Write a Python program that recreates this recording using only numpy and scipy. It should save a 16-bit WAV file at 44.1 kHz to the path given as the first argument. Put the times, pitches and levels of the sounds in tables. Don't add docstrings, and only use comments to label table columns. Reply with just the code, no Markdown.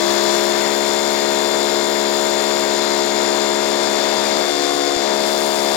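import sys
import numpy as np
from scipy import signal
from scipy.fft import rfft, irfft
from scipy.io import wavfile
from scipy.ndimage import uniform_filter1d

SR = 44100
rng = np.random.default_rng(int(sys.argv[2]) if len(sys.argv) > 2 else 0)


def store_wav(level_fs):
    pcm = np.round(np.clip(np.atleast_2d(level_fs), -1, 1) * 32767)
    wavfile.write(sys.argv[1], SR, pcm.T.astype(np.int16))


N = 254016
STEP = 64
TICKS = np.arange(0, N + STEP, STEP)
TICK_S = TICKS / SR

KNOCKS = [(.015, .82), (.345, .61), (.5, .83), (.743, .38), (.822, .77)]


def pump_buzz(angle, hollow, spin_up, late):
    # shaft_multiple, steady_db, hollow_db, spin_up_db, late_db
    harmonics = [(1, -58, -62, -58, -59), (2, -57, -58, -58, -58), (3, -31, -42, -30, -32),
                 (4, -32, -27, -40, -33), (5, -23, -22, -20, -25), (6, -25, -30, -26, -27),
                 (7, -32, -26, -38, -31), (8, -28, -36, -28, -27), (9, -24, -31, -22, -23),
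                 (10, -31, -24, -29, -27), (11, -32, -32, -36, -32), (12, -42, -55, -39, -35),
                 (13, -28, -39, -31, -28), (14, -30, -43, -28, -30), (15, -45, -32, -39, -47),
                 (16, -43, -41, -37, -39), (17, -39, -42, -35, -40), (18, -43, -43, -44, -42),
                 (20, -37, -39, -38, -40), (21, -43, -36, -42, -41), (22, -38, -46, -37, -42),
                 (23, -41, -51, -37, -41), (25, -40, -39, -35, -40), (26, -40, -48, -38, -43),
                 (27, -41, -44, -42, -56), (30, -36, -36, -37, -37), (31, -40, -44, -39, -45)]
    (place, strength), *rest = KNOCKS
    blows = [(place, strength * (1 - hollow)), *rest]
    shares = [hollow, spin_up, late * (1 - hollow)]
    shift_rad = -.19 + .88 * hollow
    buzz = 0
    for multiple, steady_db, *state_db in harmonics:
        phase = multiple * angle + impact_phase(multiple, blows) + shift_rad
        buzz += tone(phase, blend(steady_db, state_db, shares), drift_db=.45, jitter=.043)
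    return buzz


def gear_whine(angle, spin_up, late):
    # shaft_multiple, steady_db, spin_up_db, late_db
    mesh_tones = [(39, -46, -45, -47), (40, -44, -43, -45), (45, -44, -46, -46), (46, -41, -43, -43),
                  (49, -38, -34, -39), (50, -29, -28, -28), (52, -46, -44, -41), (55, -42, -43, -46),
                  (58, -44, -56, -48), (59, -36, -37, -41), (60, -39, -40, -43), (61, -42, -40, -41),
                  (62, -44, -39, -44), (66, -41, -47, -38), (68, -35, -45, -33), (76, -46, -43, -48),
                  (78, -41, -40, -42), (92, -48, -49, -46), (93, -40, -41, -42), (94, -47, -56, -51),
                  (96, -43, -45, -44), (98, -41, -40, -44), (100, -32, -34, -37), (101, -32, -34, -36),
                  (102, -39, -37, -39), (103, -39, -46, -40), (104, -41, -46, -51), (106, -45, -56, -44),
                  (107, -50, -47, -55), (111, -49, -52, -52), (150, -55, -54, -57)]
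    mesh_spots = [(.061, .5), (.311, .7), (.605, .15)]
    overtone_spots = [(.666, .42), (.732, .47)]
    # motor_multiple, added_shaft_multiple, level_db
    motor_tones = [(-1, 7, -57), (1, -1, -49), (1, 2, -41), (-1, 14, -41), (1, 6, -41), (1, 18, -45),
                   (1, 27, -45), (10, 0, -50), (12, 0, -44), (15, 0, -37), (16, 0, -46), (21, 1, -49),
                   (23, 0, -45), (23, 1, -47)]
    wheel_teeth, pinion_teeth = 50, 11
    motor_angle = angle * wheel_teeth / pinion_teeth
    whine = 0
    for multiple, steady_db, *state_db in mesh_tones:
        spots = mesh_spots if multiple < 1.7 * wheel_teeth else overtone_spots
        phase = multiple * angle + impact_phase(multiple, spots)
        whine += tone(phase, blend(steady_db, state_db, [spin_up, late]), drift_db=1.2, jitter=.095)
    for motor_multiple, shaft_multiple, level_db in motor_tones:
        phase = motor_multiple * motor_angle + shaft_multiple * angle + rng.uniform(0, 2 * np.pi)
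        whine += tone(phase, level_db, drift_db=1.2, jitter=.26)
    return whine


def machine_roar(angle, hollow, raised):
    # frequency_hz, relative_density_db
    spectrum = [(30, -72), (100, -58), (170, -50), (300, -40.5), (400, -35), (750, -35.5), (850, -37.5),
                (1150, -35.5), (1400, -39), (2100, -38.5), (2950, -45.5), (4000, -38), (4600, -39.5),
                (5400, -40), (6300, -45), (7200, -43), (8500, -56), (12000, -66)]
    flares = 0
    for index, (place, strength) in enumerate(KNOCKS):
        weight = 1 - hollow if index == 0 else 1
        age_turns = (angle / (2 * np.pi) - place) % 1
        flares += strength * weight * np.exp(-age_turns / .08)
    throb = 1 + .69 * (flares - np.mean(flares)) + .066 * np.cos(angle + 2.2)
    spin_up = 1 - ramp(.36, takes_s=.5)
    level_db = -19.7 + 1.5 * spin_up + 1.3 * raised
    noise = band_noise(spectrum, swell_db=-.53, flicker_db=1, dull_db=.98 * hollow, octaves=(10, 11))
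    return per_sample(undb(level_db)) * per_sample(throb) * noise


def foam_spray(raised):
    # frequency_hz, relative_density_db
    spectrum = [(1500, -50), (4000, -32.5), (8500, -31), (10500, -31), (12000, -33), (14000, -36.5),
                (16000, -38)]
    leaves = ramp(2.6, takes_s=.8)
    lands = ramp(5.12, takes_s=.18)
    dull_db = 4.1 * leaves * (1 - .45 * lands)
    landing_db = 6.3 * lands - 2.2 * np.maximum(TICK_S - 5.3, 0)
    level_db = -40.1 - .45 * TICK_S + 1.4 * raised + landing_db
    grain_samples = 40
    grains = undb(1.4 * rng.exponential(size=N // grain_samples + 1))
    grains /= np.sqrt(np.mean(grains ** 2))
    patter = uniform_filter1d(np.repeat(grains, grain_samples)[:N], size=30)
    gain = per_sample(undb(level_db + .8 * wander(25)))
    hiss = band_noise(spectrum, swell_db=.15, flicker_db=.9, dull_db=dull_db, octaves=(14,))
    return gain * patter * hiss


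def fat_drops():
    # start_s, level_db, pitch_hz, t60_s
    impacts = [(5.378, -15, 5700, .015), (5.594, -15, 5600, .018)]
    rings = 0
    for start_s, level_db, pitch_hz, t60_s in impacts:
        age_s = np.maximum(np.arange(N) / SR - start_s, 0)
        rings += undb(level_db - 60 * age_s / t60_s) * np.sin(2 * np.pi * pitch_hz * age_s)
    return rings


def shaft_angle():
    shortfall_hz = 1.27 * np.exp(-TICK_S / .28)
    sag_hz = .07 * ramp(5.05, takes_s=.4)
    shaft_hz = 70.51 - shortfall_hz - .014 * TICK_S - sag_hz
    return 2 * np.pi * np.cumsum(shaft_hz) * STEP / SR


def right_capsule(tones, direct, scattered):
    # frequency_hz, tone_loss_db, noise_loss_db, lag_rad, coherence
    response = [(40, -3, 5, .1, 0.9), (111, 1, 0, 0.27, 0.9), (200, 3, 0.5, 1.06, 0.87),
                (354, 10.5, -0.5, 1.3, 0.54), (716, 10.5, 16, 1.36, 1), (1300, 18.5, 12, 1.73, 0.5),
                (2500, 26, 14, 0.53, 0.7), (4560, 12.5, 21, 1.85, 0), (8000, 15.5, 14.5, 1, .1),
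                (15000, 18, 17.5, 1, 0.2)]
    tone_loss_db, noise_loss_db, lag_rad, coherence = on_bins(response)
    noise = coherence * rfft(direct) + np.sqrt(1 - coherence ** 2) * rfft(scattered)
    spectrum = undb(-tone_loss_db) * rfft(tones) + undb(-noise_loss_db) * noise
    return irfft(np.exp(-1j * lag_rad) * spectrum, N)


def tone(phase, rms_db, drift_db, jitter):
    amplitude = np.sqrt(2) * undb(rms_db + drift_db * wander(4))
    amplitude *= 1 + jitter * wander(60)
    return per_sample(amplitude) * np.cos(per_sample(phase + jitter * wander(40)))


def band_noise(spectrum, swell_db, flicker_db, dull_db, octaves):
    colour = undb(on_bins(spectrum)[0]) * np.sqrt(SR / 2)
    bin_hz = np.arange(N // 2 + 1) * SR / N + 1
    white = rfft(rng.standard_normal((2, N)))
    swell = wander(1.48)
    pair = 0
    for octave in range(5, 15):
        band = np.cos(np.pi / 2 * np.clip(np.log2(bin_hz) - octave, -1, 1)) ** 2
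        band_db = swell_db * swell + flicker_db * wander(12) - dull_db * (octave in octaves)
        pair += per_sample(undb(band_db)) * irfft(white * colour * band, N)
    return pair


def impact_phase(multiple, blows):
    return np.angle(sum(strength * np.exp(-2j * np.pi * multiple * place) for place, strength in blows))


def blend(steady_db, state_db, shares):
    return steady_db + sum(share * (db - steady_db) for db, share in zip(state_db, shares))


def on_bins(table):
    hz, *columns = np.transpose(table)
    bin_hz = np.arange(N // 2 + 1) * SR / N + 1
    return [np.interp(np.log(bin_hz), np.log(hz), column) for column in columns]


def wander(rate_hz):
    count = int(N * rate_hz / SR) + 3
    return np.interp(TICK_S * rate_hz, np.arange(count), rng.standard_normal(count))


def ramp(start_s, takes_s):
    return np.clip((TICK_S - start_s) / takes_s, 0, 1)


def per_sample(control):
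    return np.interp(np.arange(N), TICKS, control)


def undb(db):
    return 10 ** (np.asarray(db) / 20)


def scene():
    angle = shaft_angle()
    hollow = ramp(4.4, takes_s=.17) - ramp(4.94, takes_s=.13)
    spin_up = 1 - ramp(.36, takes_s=.3)
    late = ramp(3.3, takes_s=1.2)
    raised = ramp(3.6, takes_s=.4) - ramp(4.7, takes_s=.4)
    tones = pump_buzz(angle, hollow, spin_up, late) + gear_whine(angle, spin_up, late) + fat_drops()
    direct, scattered = machine_roar(angle, hollow, raised) + foam_spray(raised)
    return np.array([tones + direct, right_capsule(tones, direct, scattered)])


def record(dry):
    low_pass = signal.ellip(14, .1, 80, 15900, fs=SR, output="sos")
    return signal.sosfilt(low_pass, signal.sosfilt(low_pass, dry))


dry = scene()
out = record(dry)
store_wav(out)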